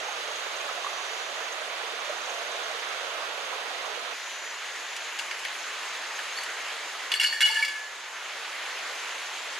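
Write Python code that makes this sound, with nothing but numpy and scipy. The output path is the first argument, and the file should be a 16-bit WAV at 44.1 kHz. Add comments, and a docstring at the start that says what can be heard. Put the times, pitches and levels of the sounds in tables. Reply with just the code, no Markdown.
"""A rocky stream rushes through a forest while cicadas whine in the trees, heard from one spot, then another.
The water sounds by the resonance of air bubbles, the cicadas by tymbal clicks that ring their bodies.
At the second spot metal tent poles click in their bag, slide out and drop to the ground, each impact
exciting their modes. The clatter pushes an automatic gain control down, and the stream swells back."""
import sys
import numpy as np
from scipy import signal
from scipy.fft import rfft, irfft
from scipy.io import wavfile
from scipy.ndimage import uniform_filter1d, minimum_filter1d

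SR = 44100
rng = np.random.default_rng(int(sys.argv[2]) if len(sys.argv) > 2 else 0)


def transcribe(signal):
    """Save signal, clipped to [-1, 1], as a 16-bit WAV file at the path in sys.argv[1]."""
    frames = np.atleast_2d(signal).T
    limited = np.clip(frames, -1, 1)
    pcm = np.round(limited * 32767).astype(np.int16)
    wavfile.write(sys.argv[1], SR, pcm)


N = 422919

MOVE_S = 4.135   # the listening spot changes
TYMBAL_HZ = (354.6, 357.2)   # click rate on arrival at each spot
CONTACTS_PER_S = 600   # grain of the poles' chatter
# Modes of the poles. Each row: frequency in Hz, spread between poles in Hz, level in dB, t60 in seconds.
POLE_MODES = [(905, 18, -19, .6), (1420, 20, -14, .3), (1550, 25, -11, .35), (1717, 11, -12.5, .9),
              (1765, 30, -10, .5), (1820, 30, -9, .4), (2170, 25, -5, .43), (2255, 40, -3, .38),
              (2760, 20, -5, .28), (2812, 20, -4, .28), (2897, 7, .5, .31), (2950, 30, -6, .25),
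              (3386, 30, -3, .33), (4040, 20, -16, .4), (4198, 22, -11, .5), (4422, 30, -10.5, .5),
              (4500, 25, -15, .5), (4601, 15, -10.5, .55), (4750, 30, -13, .4), (4820, 25, -13, .4),
              (4968, 12, -14, .55), (5272, 14, -19, .5), (5470, 30, -14, .4), (5690, 60, -13, .4),
              (6400, 90, -14, .4), (6800, 100, -15, .4), (7270, 70, -14, .45), (7430, 70, -13, .45),
              (8310, 70, -15.5, .4), (8900, 70, -18, .3), (9080, 70, -17, .4), (9250, 70, -17, .4),
              (10150, 120, -19, .3), (10550, 140, -18, .25), (11150, 60, -19, .28), (11530, 50, -22, .22),
              (12300, 100, -22, .2), (12650, 120, -22, .2)]
# Spectrum of a contact between tubes. Each row: frequency in Hz, spectral density in dB.
CRACK_SPECTRUM = [(40, -41), (300, -78), (900, -61), (1500, 16.5), (3000, 8.5), (5000, 2), (8000, -4),
                  (12500, -4), (15000, -42)]


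def from_db(db):
    """Amplitude grows tenfold with every 20 dB."""
    return 10 ** (np.asarray(db) / 20)


def rms_one(x):
    """Normalisation to unit mean power."""
    return x / np.sqrt(np.mean(x ** 2) + 1e-20)


def in_time(points):
    """Linear interpolation of (seconds, value) points at every sample."""
    return np.interp(np.arange(N) / SR, *np.transpose(points))


def at_hz(points, hz):
    """Interpolation of (Hz, value) points on a log-frequency axis."""
    f, value = np.transpose(points)
    return np.interp(np.log(np.maximum(hz, 1)), np.log(f), value)


def at_spots(first, second):
    """A step from one value to another as the listening spot changes."""
    return np.where(np.arange(N) / SR < MOVE_S, first, second)


def drift(rate, size):
    """Random modulation of rms 1, through `rate` points a second."""
    at = np.arange(size) * rate / SR
    return rms_one(np.interp(at, np.arange(4096), rng.standard_normal(4096)))


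def low_cut(x, hz):
    """A second-order high-pass: little bass remains below `hz`."""
    return signal.sosfilt(signal.butter(2, hz, "high", fs=SR, output="sos"), x + 1e-18)


def rapids():
    """Bubble resonance among the rocks at the first spot: a far rush under a near babble."""
    # Spectrum of the rush. Each row: frequency in Hz, spectral density in dB.
    spectrum = [(50, -53), (110, -51), (170, -32), (260, -20), (450, -4), (660, 0), (900, -3.0), (1200, -1),
                (1900, -3), (3600, -5.5), (5400, -16), (6100, -18.5), (8500, -24), (12000, -28.5),
                (14500, -45)]
    # Its width. Each row: frequency in Hz, side minus mid in dB.
    side = [(60, -8), (110, -11), (200, -15), (380, -11.5), (690, -8.5), (1280, -0.5), (2360, -3.5),
            (4360, -1), (8040, 10.5), (14800, 29)]
    # Its direction. Each row: frequency in Hz, left minus right in dB.
    pan = [(60, -1.5), (110, 3), (200, -0.5), (380, -3), (690, -5.5), (1280, -9.5), (2360, -5.0),
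           (4360, -2), (8040, 2), (14800, -2)]
    near = babble(0, MOVE_S, low_hz=430, high_hz=1400, level_db=-28.5, spread_db=18,
                  pan_shift_db=-6, cycles=24, count=300)
    far = rush(spectrum, side, pan, patchy_db=0.6, flicker_rate=24, lag_s=.00004)
    out = low_cut(near, hz=300)
    add(out, 0, from_db(-35.5) * far)
    return out


def rush(spectrum, side, pan, patchy_db, flicker_rate, lag_s, size=2 ** 18, bands=14):
    """Countless far bubbles sum incoherently to a noise whose half-octave bands swell independently."""
    hz = np.fft.rfftfreq(size, 1 / SR)
    common, apart = rfft(rng.standard_normal((2, size)))
    lean = from_db(at_hz(pan, hz) / 2)
    width = from_db(at_hz(side, hz)) ** 2
    power = lean ** 2 + lean ** -2
    coherence = np.clip((1 - width) / (1 + width) * power / 2, 0, .97)
    ears = np.sqrt(1 + coherence) * common + np.sqrt(1 - coherence) * apart * [[1], [-1]]
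    ears *= [lean * np.exp(-2j * np.pi * hz * lag_s), 1 / lean]
    ears *= from_db(at_hz(spectrum, hz)) / np.sqrt(power + 2 * coherence)
    band = np.clip((2 * np.log2(np.maximum(hz, 1) / 140)).astype(int), 0, bands - 1)
    out = sum(irfft(ears * (band == k)) * from_db(patchy_db * drift(flicker_rate, size))
              for k in range(bands))
    return out / np.std(out.mean(axis=0))


def babble(start, end, low_hz, high_hz, level_db, spread_db, pan_shift_db, cycles, count):
    """Nearer bubbles resonate one by one, at random times, pitches and strengths."""
    out = np.zeros((2, N))
    for when, pitch, faintness, place in rng.random((count, 4)):
        pan_db = pan_shift_db + 5.9 * (place - 2)   # negative is to the right
        gain = from_db(level_db - spread_db * np.sqrt(faintness) + pan_db * np.array([[.5], [-.5]]))
        hz = low_hz * (high_hz / low_hz) ** pitch
        add(out, start + when * (end - start), gain * bubble(hz, cycles, rise=0.057))
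    return out


def bubble(hz, cycles, rise):
    """A bubble is a damped oscillator whose pitch rises as it nears the surface."""
    age = np.arange(int(cycles * SR / hz)) * hz / SR / cycles   # 0 to 1
    phase = 2 * np.pi * cycles * age * (1 + rise * age / 2)
    return np.sin(phase) * from_db(-60 * age) * (1 - np.exp(-age * cycles))


def add(out, s, sound):
    """Superposition: a stereo sound joins the mix at `s` seconds."""
    i = max(int(s * SR), 0)
    out[:, i:i + sound.shape[-1]] += sound[:, :max(N - i, 0)]


def cicadas(gain_db=-1.7, wander_db=.5, flutter_db=2.5, throb_hz=25, throb_depth=.75):
    """Tymbal clicks drive a body resonance near 6.5 kHz; scattering by trees makes harmonics flutter."""
    # Spectrum of the song, one row to a spot. Each row: relative levels of harmonics 15 to 22 in dB.
    harmonics = [(-17, -6, -2.5, 1.3, -2.5, -4, -23, -16), (-17, -7, -2.5, 1.3, -1, -2, -17, -15)]
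    rate, even, odd = tymbals()
    beat_hz = throb_hz + .55 * (rate - TYMBAL_HZ[0]) + 1.8 * drift(12, N)
    beat = 2 * np.pi * np.cumsum(beat_hz) / SR
    balance = 2 * even * odd / (even ** 2 + odd ** 2)   # 1 where even and odd are equally strong
    throb = throb_depth * balance * np.sin(beat)
    levels = even * (1 + throb), odd * (1 - throb)
    wobble = .0037 * (1 + .3 * drift(9, N)) * np.cos(beat) + .0005 * drift(20, N)
    phase = 2 * np.pi * np.cumsum(rate * (1 + wobble)) / SR
    out = np.zeros((2, N))
    for k, spot_dbs in enumerate(zip(*harmonics), 15):
        is_odd = k % 2
        path_phase = .42 * (drift(50, N) + .6 * drift(14, N) * [[1], [-1]]) / (1 + .5 * is_odd)
        flutter = flutter_db * (.75 * drift(70, N) + np.sin(2 * beat + drift(5, N))) / (1 + .3 * is_odd)
        out += from_db(at_spots(*spot_dbs) + flutter) * levels[is_odd] * np.sin(k * phase + path_phase)
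    song = from_db(gain_db + wander_db * drift(7.4, N)) * out * np.sqrt(2)
    return song + from_db(10) * forest(song)


def tymbals(sag_hz_per_s=(.75, .85), odd_floor_db=(-62, -68), duck=0.76):
    """The click rate sets a sagging fundamental; swells shift energy from even harmonics to odd ones."""
    # The cicadas' effort. Each row: time in seconds, level of the even harmonics in dB.
    effort = [(0, -51), (.5, -50.5), (1.45, -49.5), (1.8, -56.5), (2.1, -50.5), (2.4, -51.5), (2.8, -53.5),
              (3.8, -54.5), (4.3, -54), (4.8, -49.5), (5.3, -53), (5.65, -49), (6, -51.5), (6.35, -49),
              (6.8, -53.5), (7.9, -49), (8.6, -52.5), (9.15, -50), (9.59, -52.5)]
    # Swells of the song. Each row: middle in seconds, half length in seconds, odd harmonics in dB.
    swells = [(1.14, 0.25, -46.5), (4.395, 0.26, -47), (5.083, 0.19, -49)]
    t = np.arange(N) / SR
    rate = at_spots(TYMBAL_HZ[0] - sag_hz_per_s[0] * t, TYMBAL_HZ[1] - sag_hz_per_s[1] * (t - MOVE_S))
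    swell = sum(from_db(db) / (1 + np.abs((t - s) / half_s) ** 3) for s, half_s, db in swells)
    even = from_db(in_time(effort)) * (1 - duck * swell / swell.max())
    odd = np.hypot(from_db(at_spots(*odd_floor_db)), swell)
    return rate, even, odd


def forest(x, t60=0.45, level_db=-21, dull_hz=5000):
    """Reverberation: trunks and leaves scatter back a faint, dull tail."""
    t = np.arange(SR) / SR
    tail = rng.standard_normal((2, SR)) * from_db(-60 * t / t60) * (1 - np.exp(-t / 0.027))
    tail = signal.sosfilt(signal.butter(1, dull_hz, fs=SR, output="sos"), tail)
    return from_db(level_db) * signal.fftconvolve(x, rms_one(tail) / np.sqrt(SR), axes=1)[:, :N]


def gulps(length_s=.03, scatter=0.084, pan_db=-5, count=5):
    """Air trapped between rocks breaks into bubbles of like size, which resonate at like pitches."""
    # Pockets of air. Each row: start in seconds, pitch in Hz, level of the first bubble in dB.
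    pockets = [(.085, 742, -26), (.69, 1180, -28), (.775, 652, -30), (.845, 1120, -23.5),
               (.865, 1220, -20.5), (1.41, 1340, -31), (1.579, 640, -34), (1.803, 1110, -35),
               (2.095, 630, -24.5), (2.222, 1210, -30), (2.308, 550, -35), (2.409, 603, -29),
               (2.545, 615, -32), (2.70, 597, -35), (3.009, 580, -32), (3.085, 627, -37), (3.22, 1220, -28),
               (3.297, 880, -35), (3.525, 1220, -27), (3.706, 652, -28), (3.84, 1150, -30)]
    out = np.zeros((2, N))
    for s, hz, db in pockets:
        for k, detune in enumerate(rng.normal(0, scatter, count)):
            gain = from_db(db - 5.6 * k + pan_db * np.array([[.5], [-.5]]))
            add(out, s + length_s * k / count, gain * bubble(hz * np.exp(detune), cycles=44, rise=0.096))
    return low_cut(out, hz=250)


def shallows():
    """Bubble resonance over gravel at the second spot: a brighter rush and a higher babble."""
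    # Spectrum of the rush. Each row: frequency in Hz, spectral density in dB.
    spectrum = [(50, -54), (110, -52.5), (170, -39.5), (260, -20.5), (450, -7.5), (1000, -2), (1900, 0.5),
                (2900, -2.5), (4200, -7.5), (5500, -13.5), (6100, -18.5), (7400, -17), (8500, -22.5),
                (11000, -23.5), (13000, -32), (14500, -43)]
    # Its width. Each row: frequency in Hz, side minus mid in dB.
    side = [(60, -13), (110, -17), (200, -22), (380, -16), (690, -13), (1280, -10.5), (2360, -9.5),
            (4360, -6), (8040, 5), (14800, -10.5)]
    # Its direction. Each row: frequency in Hz, left minus right in dB.
    pan = [(60, -0.5), (110, 0.0), (200, -0.5), (380, -0.61), (690, -0.34), (1280, -0.8), (2360, -1.2),
           (4360, 0.5), (8040, -0.72), (14800, 0.0)]
    near = babble(MOVE_S, N / SR, low_hz=900, high_hz=3200, level_db=-27, spread_db=16,
                  pan_shift_db=0, cycles=14, count=450)
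    far = rush(spectrum, side, pan, patchy_db=1.0, flicker_rate=22, lag_s=0, size=6 * SR)
    out = low_cut(near, hz=600)
    add(out, MOVE_S - .5, from_db(-36.33) * far)
    return out


def poles(gain_db=-2.5, pan_db=0.7, bag_ring=0.061, cloth_hz=7500):
    """Impacts crack and ring: the harder the contact, the faster its onset and the broader its spectrum."""
    # Clicks in the bag. Each row: start in seconds, level in dB, frequency favoured by the point of
    # contact in Hz, hardness from 0 to 1.
    bag_clicks = [(4.964, -29, 7500, 0.9), (4.967, -26, 9200, .45), (5.188, -20, 7000, 0.7),
                  (5.194, -12, 2900, .5), (5.199, -23, 4480, .55), (5.311, -18.5, 2190, 0.73),
                  (5.392, -30, 7420, 0.8), (5.448, -17, 9100, 0.35), (5.45, -20, 2200, 0.81),
                  (6.189, -10.5, 1740, 0.22), (6.386, -17, 1880, 0.48), (6.434, -20.5, 8600, 0.67)]
    # Bare poles hit each other and the ground. 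Each row: as above, then ring as a share of the free t60.
    knocks = [(6.365, -23, 4460, 0.25, 0.65), (7.117, -22, 3050, 0.93, 0.21),
              (7.139, 6.5, 3090, 0.4, 0.089), (7.146, -11, 4490, 0.17, 0.45), (7.198, -3, 2580, 0.69, 0.21),
              (7.214, -22, 4600, 0.8, 0.25), (7.226, -23, 5000, 0.9, 0.2), (7.233, -17, 4380, 0.86, 0.59),
              (7.240, -17, 7300, 0.97, 0.16), (7.247, 4, 3020, 0.33, 0.14), (7.258, -8.5, 4460, 0.02, 0.91),
              (7.325, -16, 1700, 0.52, 1), (7.406, -1.5, 1900, 0.9, 0.27), (7.412, 0, 2190, .3, .17),
              (7.414, -9, 4500, .9, .15), (7.424, 8, 2897, 0.05, 0.42), (7.425, -13, 905, .02, .6),
              (7.440, -11, 3386, .2, .4), (7.476, -15, 2150, 0.3, 0.34), (7.504, -19.5, 4650, 0.45, 0.95),
              (7.521, -22, 2760, 0.2, 0.26), (7.543, -21, 7350, .7, .3), (7.556, -8.5, 1730, 0.2, 0.77),
              (7.561, -16, 2830, 0.27, 0.22), (7.596, -22, 4500, 0.7, 0.22),
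              (7.624, -9.5, 2320, 0.38, 0.33), (7.648, -21.5, 4700, 0.88, 0.3),
              (7.680, -24, 2240, 0.78, 0.56), (7.732, -17.5, 1717, 0, 1), (7.745, -28, 2170, .05, .8)]
    in_bag = [(*click, bag_ring) for click in bag_clicks]
    in_open = list(knocks) + settling()
    bagged, bare, shakes = np.zeros((2, N)), np.zeros((2, N)), []
    for out, rows, lift_db in (bagged, in_bag, 17), (bare, in_open, 0):
        for s, db, favoured_hz, hardness, ring in rows:
            blend = np.array([1 - hardness, hardness])   # weighs each pair: glancing touch, square hit
            build_s = np.prod((0.0045, 0.00044) ** blend)
            focus = np.prod((0.018, 0.42) ** blend)   # relative width of the favoured region
            boost_db = blend @ (24, 4)
            crack_db = blend @ (-30, 1)
            add(out, s, knock(db - boost_db + gain_db, build_s, ring, favoured_hz, boost_db, focus))
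            add(out, s, from_db(db + crack_db + gain_db) * crack(build_s, favoured_hz, lift_db))
            shakes.append((s, db - boost_db, ring))
    add(bare, shakes[0][0], jiggle(shakes))
    muffled = signal.sosfilt(signal.butter(1, cloth_hz, fs=SR, output="sos"), bagged + 1e-18)
    return low_cut(bare + muffled, hz=710) * from_db([[pan_db / 2], [-pan_db / 2]])


def knock(db, build_s, ring, favoured_hz, boost_db, focus, uneven_db=0.5, wide_hz=6500, count=3):
    """Modal vibration of the struck pole and its detuned neighbours, damped by hand, bag or ground."""
    t = np.arange(int(np.clip(ring, .05, 1) * .6 * SR)) / SR
    out = np.zeros((2, len(t)))
    for hz, spread_hz, mode_db, t60 in POLE_MODES:
        detune, weakness, turn = rng.standard_normal((3, count))
        tunings = hz + spread_hz * detune * (np.arange(count) > 0)
        weights = from_db(-uneven_db * weakness) / np.sqrt(1 + 2 * np.arange(count))   # struck pole first
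        ear_phase = np.outer([1, -1], turn) * min(hz / wide_hz, 2) / 2   # high modes sound wider
        phases = 2 * np.pi * rng.random(count) + ear_phase
        waves = np.sin(2 * np.pi * tunings[:, None] * t + phases[..., None])
        boost = boost_db * np.exp(-.5 * (np.log(hz / favoured_hz) / focus) ** 2)
        out += weights @ waves * from_db(mode_db + boost - 60 * t / (t60 * ring))
    return from_db(db) * out * (1 - np.exp(-t / max(build_s, 1 / SR)))


def crack(build_s, favoured_hz, lift_db, lift_width=0.51, t60=0.057, width=0.2, size=8192):
    """Contact noise: tubes chatter in a brief burst, coloured by the point of contact."""
    t = np.arange(size) / SR
    hz = np.geomspace(40, 15000, 80)
    lift = lift_db * np.exp(-.5 * (np.log(hz / favoured_hz) / lift_width) ** 2)
    spectrum = np.transpose([hz, at_hz(CRACK_SPECTRUM, hz) + lift])
    mid, side = chatter(spectrum, size, grain_db=1.5)
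    envelope = from_db(-60 * t / t60) * (1 - np.exp(-t / max(build_s / 2, 1 / SR)))
    return (mid + width * side * [[1], [-1]]) * envelope


def chatter(spectrum, size, grain_db):
    """Tiny uneven contacts sum to amplitude-modulated noise, filtered to a spectrum; rms 1."""
    contacts = rng.standard_normal((2, size)) * from_db(grain_db * drift(CONTACTS_PER_S, size))
    colour = from_db(at_hz(spectrum, np.fft.rfftfreq(size, 1 / SR)))
    return rms_one(irfft(rfft(contacts) * colour, size))


def jiggle(shakes, settle_s=0.2, level_db=-12.5, per_s=300, ring=0.047, rasp_db=-9.5, width=0.56):
    """Random excitation: each knock shakes the loose poles, which ring briefly and rasp tube on tube."""
    size = 2 ** 17 + 2 ** 13
    t, power, rings = np.arange(size) / SR, 0, 0
    for s, db, free in shakes:
        age = t - (s - shakes[0][0])
        power += (age > 0) * from_db(2 * db) * np.exp(-2 * np.abs(age) / (settle_s * free))
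    for hz, _, mode_db, t60 in POLE_MODES:
        clicks = rng.standard_normal((2, size)) * (rng.random(size) < per_s / SR)
        r, w = from_db(-60 / (t60 * ring * SR)), 2 * np.pi * hz / SR   # decay and angle per sample
        mode = signal.lfilter([np.sin(w), -np.sin(w)], [1, -2 * r * np.cos(w), r * r], clicks + 1e-18)
        rings += from_db(mode_db) * mode / np.sqrt(w)
    rasp = chatter(CRACK_SPECTRUM, size, grain_db=4)
    mid, side = rms_one(rings) + from_db(rasp_db) * rasp
    return from_db(level_db) * (mid + width * side * [[1], [-1]]) * np.sqrt(power)


def settling(start_s=7.485, gap_s=.034, fade_db_per_s=22, hardness=0.049, ring=0.57, count=6):
    """Dissipation: the poles settle in fading touches at uneven gaps, given as rows of knocks."""
    # Modes excited in turn. Each row: frequency in Hz, level before the fade in dB.
    modes = [(910, -6), (1725, -8.5), (2180, -31)]
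    ages = gap_s * (np.arange(count) + rng.uniform(-.3, .3, count))
    pitches, levels = np.transpose(modes)[:, np.arange(count) % len(modes)]
    return [(start_s + age, db - fade_db_per_s * age, hz, hardness, ring)
            for age, hz, db in zip(ages, pitches, levels)]


def scene(surge_db=0.6, surges_per_s=1.39):
    """Superposition of water, cicadas and poles; an equal-power crossfade joins the two streams."""
    flow = from_db(-surge_db * drift(surges_per_s, N))
    moved = in_time([(MOVE_S - .01, 0), (MOVE_S + .01, 1)])
    water = flow * (np.sqrt(1 - moved) * rapids() + np.sqrt(moved) * shallows()) + gulps()
    clatter = poles()
    return water + cicadas() + clatter + forest(clatter)


def record(dry, ceiling_db=-10.7, deepest_db=4.0, hold_s=0.4, recover_db_per_s=4.5,
           limiter_db_per_s=600, cutoff_hz=14600):
    """Automatic gain control ducks at peaks, holds and creeps back; a limiter and a low-pass follow."""
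    t = np.arange(N) / SR
    peak_db = 20 * np.log10(np.abs(dry).max(axis=0) + 1e-9)
    over = np.maximum(peak_db - ceiling_db, 0)
    size = 2 * int(hold_s * SR / 2) + 1
    held = -minimum_filter1d(-np.minimum(over, deepest_db), size, origin=size // 2)
    slow = np.maximum.accumulate(held + recover_db_per_s * t) - recover_db_per_s * t
    fast = np.maximum.accumulate(over + limiter_db_per_s * t) - limiter_db_per_s * t
    gain_db = uniform_filter1d(minimum_filter1d(-np.maximum(slow, fast), size=61), size=61)
    low_pass = signal.ellip(10, .1, 80, cutoff_hz, fs=SR, output="sos")
    return signal.sosfilt(low_pass, dry * from_db(gain_db))


dry = scene()
out = record(dry)
transcribe(out)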